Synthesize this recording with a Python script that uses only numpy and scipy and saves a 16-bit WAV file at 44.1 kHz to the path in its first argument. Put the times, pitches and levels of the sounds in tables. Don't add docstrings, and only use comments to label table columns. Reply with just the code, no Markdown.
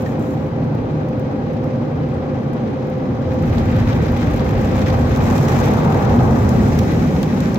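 import sys
import numpy as np
from scipy import signal
from scipy.io import wavfile

SR = 44100
rng = np.random.default_rng(int(sys.argv[2]) if len(sys.argv) > 2 else 0)


def natural_amplitude(level_db):
    exponent = np.asarray(level_db, float) / 20
    return 10 ** exponent


def pcm_store(signal):
    levels = np.round(np.clip(np.atleast_2d(signal), -1, 1) * 32767)
    wavfile.write(sys.argv[1], SR, levels.astype(np.int16).T)


N = 334278
STEP = 32
MEAN_WET_DB = -47

# start_s, level_db
WETNESS = [(0, -55.5), (.5, -60.5), (3.1, -58.5), (3.4, -52), (3.62, -50), (4.0, -48.5), (4.2, -48),
           (4.65, -47.5), (5.2, -45), (5.55, -39.5), (5.85, -46), (6.05, -45.5), (6.3, -46.5), (6.7, -44),
           (7.15, -45.5), (7.3, -47), (7.45, -45), (7.58, -49)]
# pitch_hz, level_db_per_hz
SWISH_SPECTRUM = [(1650, -21), (2800, -6), (3010, -20.5), (3720, -1.5), (4700, -5.5), (5340, 1),
                  (6680, 0.5), (9000, -30.5), (11700, -53), (19800, -120)]
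# pitch_hz, level_db_per_hz
SPRAY_SPECTRUM = [(4410, -22.5), (7500, 9), (9220, -25), (11400, -0.5), (13000, -7), (15100, -1),
                  (16000, -8)]


def amp_of_power(db_list):
    return np.sqrt(sum(natural_amplitude(db) ** 2 for db in db_list))


def rms_one(x):
    return x / np.sqrt(np.mean(x ** 2) + 1e-20)


def slow_time():
    return np.arange(N // STEP + 2) * STEP / SR


def follow(rows):
    s, level_db = np.transpose(rows)
    return np.interp(slow_time(), s, level_db)


def every_sample(curve):
    return np.interp(np.arange(N) / STEP, np.arange(len(curve)), curve)


def at_hz(points, hz):
    table_hz, value = np.transpose(points)
    return np.interp(np.log(hz), np.log(table_hz), value)


def drift(rate_hz):
    r = np.exp(-2 * np.pi * rate_hz * STEP / SR)
    white = rng.standard_normal(N // STEP + 2002)
    return rms_one(signal.lfilter([1], [1, -2 * r, r * r], white)[2000:])


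def band(x, low_hz, high_hz):
    return signal.sosfilt(signal.butter(2, [low_hz, high_hz], "band", fs=SR, output="sos"), x)


def resonance(x, hz, width_hz):
    r = np.exp(-np.pi * width_hz / SR)
    top = np.array([1, 0, -1]) * (1 - r * r) / 2
    return signal.lfilter(top, [1, -2 * r * np.cos(2 * np.pi * hz / SR), r * r], x)


def bursts(times_s, level_db, pan_db, low_hz, high_hz, fall_s, echo_db):
    t, out = np.arange(round(.06 * SR)) / SR, np.zeros((2, N + SR))
    shape = np.exp(-t / fall_s) + natural_amplitude(echo_db) * np.exp(-t / 0.0088)
    white = rng.standard_normal((len(times_s), 3, len(t)))
    alike = .4
    ears = alike * white[:, 2:] + np.sqrt(1 - alike ** 2) * white[:, :2]
    noise = band(ears * shape, low_hz, high_hz)
    noise /= np.sqrt(np.sum(noise ** 2, axis=2, keepdims=True) / (fall_s * SR))
    for s, db, pan, puff in zip(times_s, level_db, pan_db, noise):
        at = round(s * SR)
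        out[:, at:at + len(t)] += natural_amplitude(db + pan / 2 * np.array([[1], [-1]])) * puff
    return out[:, :N]


def drone():
    # pitch_hz, level_db_per_hz
    spectrum = [(15, -50), (25, -22.5), (149, 2), (185, -29.5), (229, -9.5), (285, -0.5), (317, -10),
                (405, -12), (516, -8.5), (659, -25.5), (796, -27.5), (936, -40.5), (2160, -35.5),
                (9070, -62), (16000, -63)]
    return spectrum, np.full(len(slow_time()), -24.5)


def hums():
    # pitch_hz, width_hz, level_db
    hum_rows = [
        (241.05, 4, -31.5),
        (277, 7.6, -39),
        (782, 18, -49),
        (150, 8, -34.5),
    ]
    out = 0
    for hz, width_hz, db in hum_rows:
        once = resonance(rng.standard_normal(N + SR), hz, width_hz)
        out = out + natural_amplitude(db) * rms_one(resonance(once, hz, width_hz)[SR:])
    return out


def pump():
    # start_s, level_db
    load = [(0, -30), (.5, -34), (.9, -36), (1.1, -32), (1.75, -30), (1.92, -40), (2.3, -29), (2.48, -39),
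            (3.0, -29), (3.13, -38), (3.32, -26), (3.52, -39), (3.75, -30), (4.2, -35), (4.45, -31),
            (4.95, -30), (5.3, -37), (7.58, -36)]
    whine_hz, wander_hz, rough_share, flutter_db = 516.5, 1.4, .3, .8
    pitch_hz = whine_hz + wander_hz * every_sample(drift(5.07))
    tone = np.sqrt(2) * np.sin(2 * np.pi * np.cumsum(pitch_hz) / SR)
    rough = rms_one(resonance(rng.standard_normal(N), whine_hz, 8.2))
    gain = natural_amplitude(every_sample(follow(load) + .8 + flutter_db * drift(6.4)))
    return (tone + rough_share * rough) * gain * natural_amplitude(np.array([[.3], [-.3]]))


def knocks():
    # start_s, level_db (peak), pitch_hz, fall_s, width as share of pitch
    knock_rows = [
        (0.059, -32, 1820, .007, .05),
        (0.060, -44, 2400, 0.0041, .15),
        (0.061, -49, 3400, 0.0056, 0.18),
        (0.060, -46, 5200, 0.0065, 0.19),
        (0.173, -52, 7000, .002, .2),
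        (0.307, -42, 7200, .0015, .3),
        (2.141, -48, 8400, 0.0033, .08),
        (7.231, -34, 3400, .003, .2),
    ]
    return sum(bursts([s], [db], [0], (1 - wide) * hz, (1 + wide) * hz, fall_s, -24)
               for s, db, hz, fall_s, wide in knock_rows)


def spurts():
    # start_s, hold_s, level_db
    spurt_rows = [
        (-.02, 0.035, -51),
        (0.056, .07, -53.5),
        (0.197, 0.14, -54),
        (.33, .15, -61),
    ]
    t, rise_db_per_s, fall_db_per_s = slow_time(), 700, 350
    levels_db = []
    for s, hold_s, db in spurt_rows:
        early_db = rise_db_per_s * np.clip(s - t, 0, .2)
        late_db = fall_db_per_s * np.clip(t - s - hold_s, 0, .3)
        levels_db.append(db - early_db - late_db)
    return np.max(levels_db, axis=0)


def links():
    # first_tick_db, second_tick_db
    link_wear = [(-41, -50), (-46, -42), (-42, -42), (-47, -43.5), (-54, -48), (-57, -41), (-49, -52),
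                 (-56, -43)]
    first_s, period_s, pair_s, low_db = .1950, .4461, .1085, -2.5
    starts_s = np.arange(first_s, N / SR - pair_s, period_s)
    pan_db = 2.5 * rng.standard_normal((len(starts_s), 2))
    return [(s + k * pair_s, link_wear[i % len(link_wear)][k], low_db, pan_db[i, k])
            for i, s in enumerate(starts_s) for k in range(2)]


def ticks():
    # start_s, level_db (peak), low_part_db, pan_db
    drops = [(0.0223, -36, -7, -3.5), (0.2254, -46, -2, 12), (2.8988, -45.5, 0.5, 3),
             (3.4256, -37, -20, 2.5), (3.457, -43.5, 0, 1), (3.4685, -45, -9, -0.5), (3.5862, -40, 3, 2.5),
             (3.715, -39, -5, -3), (3.931, -43.5, 0, -5.5), (4.309, -42, -7, 2), (4.3629, -36, -7.5, 4),
             (4.407, -40, -1, -2), (4.6149, -36.5, -4, 1.5), (4.7441, -44.5, 0.5, 8), (4.815, -42, -1, 5),
             (5.0399, -43, 0, 2), (5.1612, -32, 1, 0), (5.361, -34, 3, -0.5), (5.3797, -31, 3, 4.5),
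             (5.4031, -34.5, 1, 4), (5.4845, -33, 5, -7), (5.6331, -38.5, -2, -10), (5.9449, -36, 0, 6),
             (6.4915, -28, 3, 1), (6.6863, -38, 2, 5.5), (6.7897, -24, -1, 1), (6.9217, -35.5, -5.5, -3.5),
             (7.229, -29, 2, -1), (7.4051, -33, 3, 1.0), (7.5448, -33.5, 4, 4)]
    # start_s, level_db (peak), low_part_db,
    # pan_db
    fine_ticks = [(3.3363, -42, -6, 0.5), (3.5369, -40, -6, 1.5), (3.6581, -43, -6, 0.0),
                  (3.9524, -42, -6, 1.5), (4.121, -36, -6, 0.5), (4.4907, -36, -6, -1.0),
                  (4.6922, -40, -6, 0.5), (4.9018, -40, -6, 1.0), (5.0948, -39, -6, 0.0),
                  (5.2555, -38, -4, 0.5), (5.5463, -34, -6, 1.0), (5.7702, -40, -6, 0.5),
                  (5.8336, -41, -6, 0.5), (5.9254, -37, -6, 0.5), (5.9948, -40, -6, 0.5), (6.096, -41, -6, 2.0),
                  (6.4373, -43, -6, 0.0), (7.1606, -42, -6, 1.5)]
    s, peak_db, low_db, pan_db = np.transpose(links() + list(drops) + list(fine_ticks))
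    crack = bursts(s, peak_db - 2.6, pan_db, 10400, 15800, 0.00087, -14.0)
    snap = bursts(s, peak_db - 10, pan_db, 4000, 17000, 0.0003, -44.5)
    low = bursts(s, peak_db + low_db - 1.8, pan_db, 5000, 8600, 0.0018, -18.0)
    return snap + crack + low


def tips():
    rate_per_s, tip_db, spread_db = 200, -42, 4.0
    t = np.arange(N) / SR
    wet_db = np.interp(t, *np.transpose(WETNESS)) - MEAN_WET_DB
    born = rng.random(N) < rate_per_s / SR * np.interp(t, (3.2, 3.5), [0, 1])
    size_db = tip_db + wet_db + spread_db * np.minimum(rng.exponential(1, N), 4)
    side_db = 3.0 * rng.standard_normal(N) * [[1], [-1]]
    clicks = born * rng.choice([-1, 1], (2, N)) * natural_amplitude(size_db + side_db) + 1e-18
    return band(clicks, 10300, 17000) + natural_amplitude(-3.0) * band(clicks, 4200, 8000)


def flicks():
    # start_s, level_db (peak), pitch_hz, pan_db
    flick_rows = [(3.5832, -32, 3270, 1.0), (3.7528, -33, 3270, 0.5), (3.8905, -31, 3930, 2.0),
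                  (3.9299, -32, 3610, 3.0), (4.091, -33, 3740, 1.5), (4.1599, -34, 3030, 1.0),
                  (4.3923, -33, 3460, 1.5), (4.4831, -39, 3000, 5.5), (4.4831, -31, 3820, 2.0),
                  (4.5769, -33, 3730, 2.5), (4.6912, -34, 3670, 2.5), (4.7301, -33, 3100, 1.5),
                  (4.748, -32, 3220, 1.0), (4.8149, -31, 3730, 1.0), (4.8618, -31, 3730, 2.0),
                  (4.9027, -29, 3220, 1.5), (5.0484, -34, 3590, 1.5), (5.0938, -33, 3800, 2.5),
                  (5.1606, -29, 3110, 2.0), (5.2549, -32, 4030, 0.5), (5.3791, -24, 3190, 3.0),
                  (5.4524, -28, 3600, 3.0), (5.4839, -27, 3590, 0.5), (5.5677, -26, 3230, 2.0),
                  (5.6395, -28, 3500, 2.0), (5.7787, -27, 3000, 0.5), (5.9907, -32, 3530, 1.0),
                  (6.0955, -30, 3130, 1.5), (6.1903, -28, 3660, 1.0), (6.4277, -35, 3690, 2.0),
                  (6.4382, -33, 3280, 1.5), (6.4906, -24, 6590, 2.0), (6.5544, -33, 6360, 1.5),
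                  (6.731, -29, 5770, 2.5), (6.7889, -22, 6550, 1.0), (7.2299, -23, 3680, 0.5),
                  (7.4045, -28, 3610, 1.0), (7.4574, -28, 4390, 1.5), (7.5437, -31, 5320, 2.5),
                  (7.5577, -26, 3430, 3.0)]
    fall_s, wide, trim_db = .002, .25, -8.5
    return sum(bursts([s], [db + trim_db], [pan], (1 - wide) * hz, (1 + wide) * hz, fall_s, -20.0)
               for s, db, hz, pan in flick_rows)


def slaps():
    # start_s, level_db (peak), pan_db
    slap_rows = [(0.0624, -36, 4), (1.0829, -39, 6), (2.2343, -49, 3), (3.5817, -18, 2), (3.612, -30, -7),
                 (3.8755, -22, 1), (3.929, -17, -1), (3.9899, -39, 2.5), (4.3944, -21, 5),
                 (4.4558, -32, -1), (4.6643, -34, -2), (4.816, -23, -9), (4.8612, -18, 0), (4.902, -18, -6),
                 (5.078, -28, 2), (5.138, -47, -1), (5.1606, -22, -4), (5.381, -21, 2.5), (6.186, -21, 2),
                 (6.79, -18, -4), (6.9746, -28, 12), (7.2313, -18, -3), (7.2885, -36, -0.5),
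                 (7.3347, -38, 16), (7.403, -24, -3), (7.557, -17.5, 2.5)]
    s, peak_db, pan_db = np.transpose(slap_rows)
    return bursts(s, peak_db - 14.0, pan_db, 1300, 4200, 0.0044, -15.0)


def thumps():
    # start_s, level_db (peak), pitch_hz
    thump_rows = [(0.082, -22, 118), (0.62, -20, 150), (0.75, -20, 160), (0.825, -23, 97), (1.952, -25, 78),
                  (2.12, -24, 85), (2.6, -22, 129), (3.139, -21, 112), (3.518, -16, 87), (3.668, -13, 100),
                  (3.84, -14, 102.3), (4.42, -17, 65), (4.62, -16, 85), (4.68, -18, 200), (4.782, -14, 89),
                  (5.1, -17, 70), (5.56, -14, 105), (5.66, -15, 115), (5.67, -19, 62), (6.2, -15, 125),
                  (6.36, -14, 88), (6.553, -15, 120), (6.9, -17, 205), (7.05, -17, 145), (7.13, -19, 75),
                  (7.24, -17, 205), (7.5, -18, 195), (3.45, -22, 45), (3.6, -16, 105), (3.75, -14, 100),
                  (3.76, -21, 47), (4.0, -17, 140), (4.05, -21, 45), (4.3, -21, 48), (4.92, -18, 72),
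                  (4.98, -17, 128), (5.08, -19, 235), (5.22, -16, 100), (5.38, -19, 240), (5.7, -19, 208),
                  (5.83, -16, 125), (6.0, -17, 100), (6.1, -22, 47), (6.12, -19, 270), (6.95, -21, 55),
                  (7.4, -21, 70), (6.3, -18, 230), (6.44, -15, 85), (6.6, -16, 205), (6.75, -19, 200)]
    rise_s, fall_s, trim_db = .02, .05, -1.2
    t, out = np.arange(SR // 3) / SR, np.zeros(N + SR)
    shape = (1 - np.exp(-t / rise_s)) * np.exp(-t / fall_s)
    shape /= shape.max()
    for s, db, hz in thump_rows:
        at = round(s * SR)
        out[at:at + len(t)] += natural_amplitude(db + trim_db) * shape * np.sin(2 * np.pi * hz * t)
    return out[:N]


def strands(per_s, spread_db, fall_s, depth):
    draw = rng.random(N // STEP + 2)
    sizes = natural_amplitude(spread_db * np.minimum(rng.exponential(1, len(draw)), 4))
    r = np.exp(-STEP / SR / fall_s)
    smear = signal.lfilter([1], [1, -r], sizes * (draw < per_s * STEP / SR))
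    return 10 * np.log10(1 - depth + depth * smear / smear.mean())


def landing_ease():
    return np.interp(slow_time(), (5.8, 6.3), [1.1, .55])


def flaps():
    # start_s, lift_db
    flap_rows = [(3.5, 3), (3.576, 5), (3.63, 3), (3.69, 3), (3.76, 5), (3.885, 6), (4.04, 2), (4.19, 5),
                 (4.39, 0), (4.8, 4), (4.86, 9), (5.03, -2), (5.15, -6), (5.37, -2.5), (5.48, 3),
                 (5.63, 2.5), (6.09, 7), (6.18, 0), (6.72, 3.5), (7.23, 2.5), (7.43, 4)]
    rise_s, fall_s = 0.0049, 0.018
    start_s, lift_db = np.array(flap_rows).T[:, :, None]
    late_s = np.maximum(slow_time() - start_s, 0)
    return 1.2 * np.sum(lift_db * (1 - np.exp(-late_s / rise_s)) * np.exp(-late_s / fall_s), axis=0)


def lulls():
    # centre_s, length_s, depth_db
    lull_rows = [(3.51, 0.022, -3), (3.445, .012, -4), (3.82, .015, -2), (4.01, .015, -2), (4.433, .02, -4),
                 (4.553, .03, -3), (4.73, .02, -3), (5.03, .015, -2), (5.472, .008, -3), (5.624, .012, -7),
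                 (6.07, .02, -5)]
    s, length_s, db = np.array(lull_rows).T[:, :, None]
    return np.sum(db * np.exp(-((slow_time() - s) / length_s) ** 2), axis=0)


def answer(law, over_s, weight_db, wet_db):
    idle_db, contact_db, by_weight, by_wet, over_db, come_s, go_s = law
    touch_db = contact_db + by_weight * (weight_db + 18) + by_wet * (wet_db - MEAN_WET_DB)
    coming = np.maximum((over_s[0] - slow_time()) / come_s, 0)
    going = np.maximum((slow_time() - over_s[1]) / go_s, 0)
    swell_db = np.maximum(over_db - 6 * (coming + going) ** 2, -150)
    return 20 * np.log10(amp_of_power([idle_db, touch_db, swell_db]))


def boom(weight_db):
    # pitch_hz, level_db_per_hz
    spectrum = [(15, -47), (25, -15), (55, -4.5), (86, 3), (119, 1), (173, -10.5), (200, 5), (260, -23.5),
                (440, -120)]
    return spectrum, weight_db - .6


def drum(weight_db, wet_db):
    # pitch_hz, level_db_per_hz
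    spectrum = [(71, -32), (120, 2.5), (172, -4.5), (232, -1), (270, -17.5), (308, -9.5), (383, -8),
                (560, -22.5), (730, -47), (1230, -120)]
    # idle_db, contact_db, weight_share, wet_share, overhead_db, come_s, go_s
    law = (-24, -24.5, 0, 0.8, -19, 1.4, 0.4)
    return spectrum, answer(law, (5.87, 6.8), weight_db, wet_db) + 0.54 * drift(2.4)


def roof(weight_db, wet_db):
    # pitch_hz, level_db_per_hz
    spectrum = [(140, -34), (180, 2), (205, -2.5), (235, -7), (300, -31)]
    # idle_db, contact_db, weight_share, wet_share, overhead_db, come_s, go_s
    law = (-41.5, -42, 0.2, 0.9, -21, 1.5, 0.5)
    return spectrum, answer(law, (7.6, 7.4), weight_db, wet_db)


def roar(weight_db, wet_db, landing_db):
    # pitch_hz, level_db_per_hz
    spectrum = [(260, -36), (440, 1), (528, -3.5), (638, -5), (775, 1), (900, -5.5), (1000, -13),
                (1150, -9), (1330, -9.5), (1500, -18), (1800, -20), (2340, -54.5), (3960, -120)]
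    # idle_db, contact_db, weight_share, wet_share, overhead_db, come_s, go_s
    law = (-36.5, -33, 0.3, 0.4, -25.5, 1.02, 0.49)
    level_db = answer(law, (6.18, 6.1), weight_db, wet_db)
    return spectrum, level_db + 0.79 * drift(11.0) + 0.089 * landing_db


def scrub(weight_db, wet_db, landing_db, bristle_db, flap_db):
    # pitch_hz, level_db_per_hz
    spectrum = [(680, -34.5), (1150, -3.5), (1230, -1.5), (1480, -5), (2030, 0), (2600, -8), (3050, -14),
                (4200, -10), (5460, -41), (9240, -120)]
    # idle_db, contact_db, weight_share, wet_share, overhead_db, come_s, go_s
    law = (-49.5, -39.5, 0, 0.93, -39.5, 0.27, 0.04)
    level_db = answer(law, (3.76, 6.05), weight_db, wet_db) + .3
    strokes_db = .25 * landing_db + .55 * bristle_db + .85 * flap_db
    return spectrum, level_db + strokes_db + 0.12 * drift(18)


def swish(wet_db, landing_db, bristle_db, flap_db):
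    strokes_db = 0.89 * flap_db + .3 * bristle_db + .45 * landing_db
    return SWISH_SPECTRUM, wet_db - .7 + .6 * lulls() + strokes_db


def spray(weight_db, wet_db, landing_db, flap_db):
    # idle_db, contact_db, weight_share, wet_share, overhead_db, come_s, go_s
    law = (-82.5, -57.5, 0.2, 1.53, -63.5, 0, 2.5)
    level_db = answer(law, (3.45, 4.6), weight_db, wet_db) + 7.4
    grains_db = strands(160, 5.0, .0012, 0.3) * landing_ease()
    return SPRAY_SPECTRUM, level_db + 1.3 * lulls() + .4 * flap_db + 0.7 * landing_db + grains_db


def crest():
    # pitch_hz, level_db_per_hz
    spectrum = [(560, -20), (680, -2), (800, 0), (900, -2), (1000, -10), (1250, -8), (1450, -20)]
    # start_s, level_db
    crest_level = [(5.2, -60), (5.5, -38), (5.95, -35), (6.15, -32), (6.3, -34), (6.42, -46), (6.7, -70)]
    return spectrum, follow(crest_level) + 1.5 * drift(14)


def mist():
    # pitch_hz, level_db_per_hz
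    spectrum = [(5500, -20), (7500, -3), (9000, 0), (10500, -2.5), (12500, -20)]
    return spectrum, -58 + np.interp(slow_time(), (6.1, 6.5), [-30, 0])


def layers():
    # start_s, level_db
    weight = [(0, -33), (.1, -26), (.3, -38), (.78, -24), (1.05, -32), (3.0, -34), (3.34, -21), (3.57, -15),
              (3.8, -15), (4.1, -18.5), (4.55, -17), (4.8, -17), (5.25, -17), (5.42, -20.5), (5.7, -18),
              (6.4, -14.5), (7.05, -22), (7.58, -27.5)]
    weight_db, wet_db, spurt_db = follow(weight), follow(WETNESS), spurts()
    landing_db = strands(80, 3.2, 0.003, 0.58) * landing_ease()
    flap_db, bristle_db = flaps(), strands(45, 3.5, .005, .45)
    return [drone(), (SPRAY_SPECTRUM, spurt_db), (SWISH_SPECTRUM, spurt_db - 12),
            boom(weight_db), drum(weight_db, wet_db), roof(weight_db, wet_db),
            roar(weight_db, wet_db, landing_db), crest(), mist(),
            scrub(weight_db, wet_db, landing_db, bristle_db, flap_db),
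            swish(wet_db, landing_db, bristle_db, flap_db),
            spray(weight_db, wet_db, landing_db, flap_db)]


def shares(spectrum, hz):
    inside = (hz >= spectrum[0][0]) & (hz <= spectrum[-1][0])
    level_db = np.where(inside, at_hz(spectrum, hz) + 10 * np.log10(hz), -200)
    return level_db - 10 * np.log10(np.sum(natural_amplitude(level_db) ** 2))


def cabin(x):
    # pitch_hz, width_hz, lift_db
    cabin_modes = [(47.7, 7.8, 5.5), (63.6, 7.2, -10.5), (82, 4.5, 3.5), (140, 42, 2), (232, 22, 2.5),
                   (265.7, 5.9, 2.5), (531, 71, 6), (517, 16, -5), (812, 130, 6), (1140, 61, 3.5)]
    for hz, width_hz, lift_db in cabin_modes:
        x = x + (natural_amplitude(lift_db) - 1) * resonance(x, hz, width_hz)
    return x


def wash():
    # pitch_hz, side_minus_mid_db
    side_width = [(20, -29.5), (45, -29), (60, -14.5), (110, -26.0), (200, -14.5), (380, -5.0), (700, -5.5),
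                  (1290, 3), (2380, -2), (4400, 2.0), (8120, -0.5), (15000, 1.0)]
    # pitch_hz, left_minus_right_db
    balance = [(60, 1), (110, -1), (200, 1), (380, -1.5), (700, -1), (1290, 5), (2380, 0), (4400, 2.5),
               (8120, 0), (15000, 1)]
    # pitch_hz, share
    sidelong = [(400, .05), (700, .2), (1100, 0.34), (1700, 0.27), (2500, .25), (4000, .15), (8000, .1)]
    edges_hz = 25 * 2 ** (np.arange(29) / 3)
    centres_hz = np.sqrt(edges_hz[:-1] * edges_hz[1:])
    gains = amp_of_power([shares(spectrum, centres_hz)[:, None] + db for spectrum, db in layers()])
    white, out = rng.standard_normal((2, 2, N + SR // 2)), 0
    for k, hz in enumerate(centres_hz):
        low_hz, high_hz = edges_hz[k], edges_hz[k + 1]
        mid, side = band(white[k % 2], low_hz, high_hz)[:, -N:] * np.sqrt(SR / 2 / (high_hz - low_hz))
        late = at_hz(sidelong, hz)
        side = np.sqrt(1 - late ** 2) * side + late * np.roll(mid, round(SR / hz / 4))
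        gain = every_sample(gains[k] * natural_amplitude(0.39 * drift(10.5)))
        ear_gain = natural_amplitude(at_hz(balance, hz) / 2 * np.array([[1], [-1]]))
        out = out + gain * ear_gain * (mid + natural_amplitude(at_hz(side_width, hz)) * side * [[1], [-1]])
    return cabin(0.9 * out)


def scene():
    background = hums() + pump() + knocks()
    contacts = ticks() + tips() + flicks() + slaps() + thumps()
    return background + contacts + wash()


def low_pass(x):
    return signal.sosfilt(signal.butter(12, 15850, fs=SR, output="sos"), x)


def record(dry):
    x = dry + (natural_amplitude(-8.5) - 1) * resonance(dry, 8420, 4500)
    x = x + (natural_amplitude(-1.2) - 1) * resonance(x, 9900, 1500)
    x = signal.sosfilt(signal.butter(3, 40.5, "high", fs=SR, output="sos"), x)
    x = 0.82 * np.tanh(x / 0.83)
    x = signal.sosfilt(signal.ellip(10, .3, 60, 15850, fs=SR, output="sos"), x)
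    return low_pass(x)


dry = scene()
out = record(dry)
pcm_store(out)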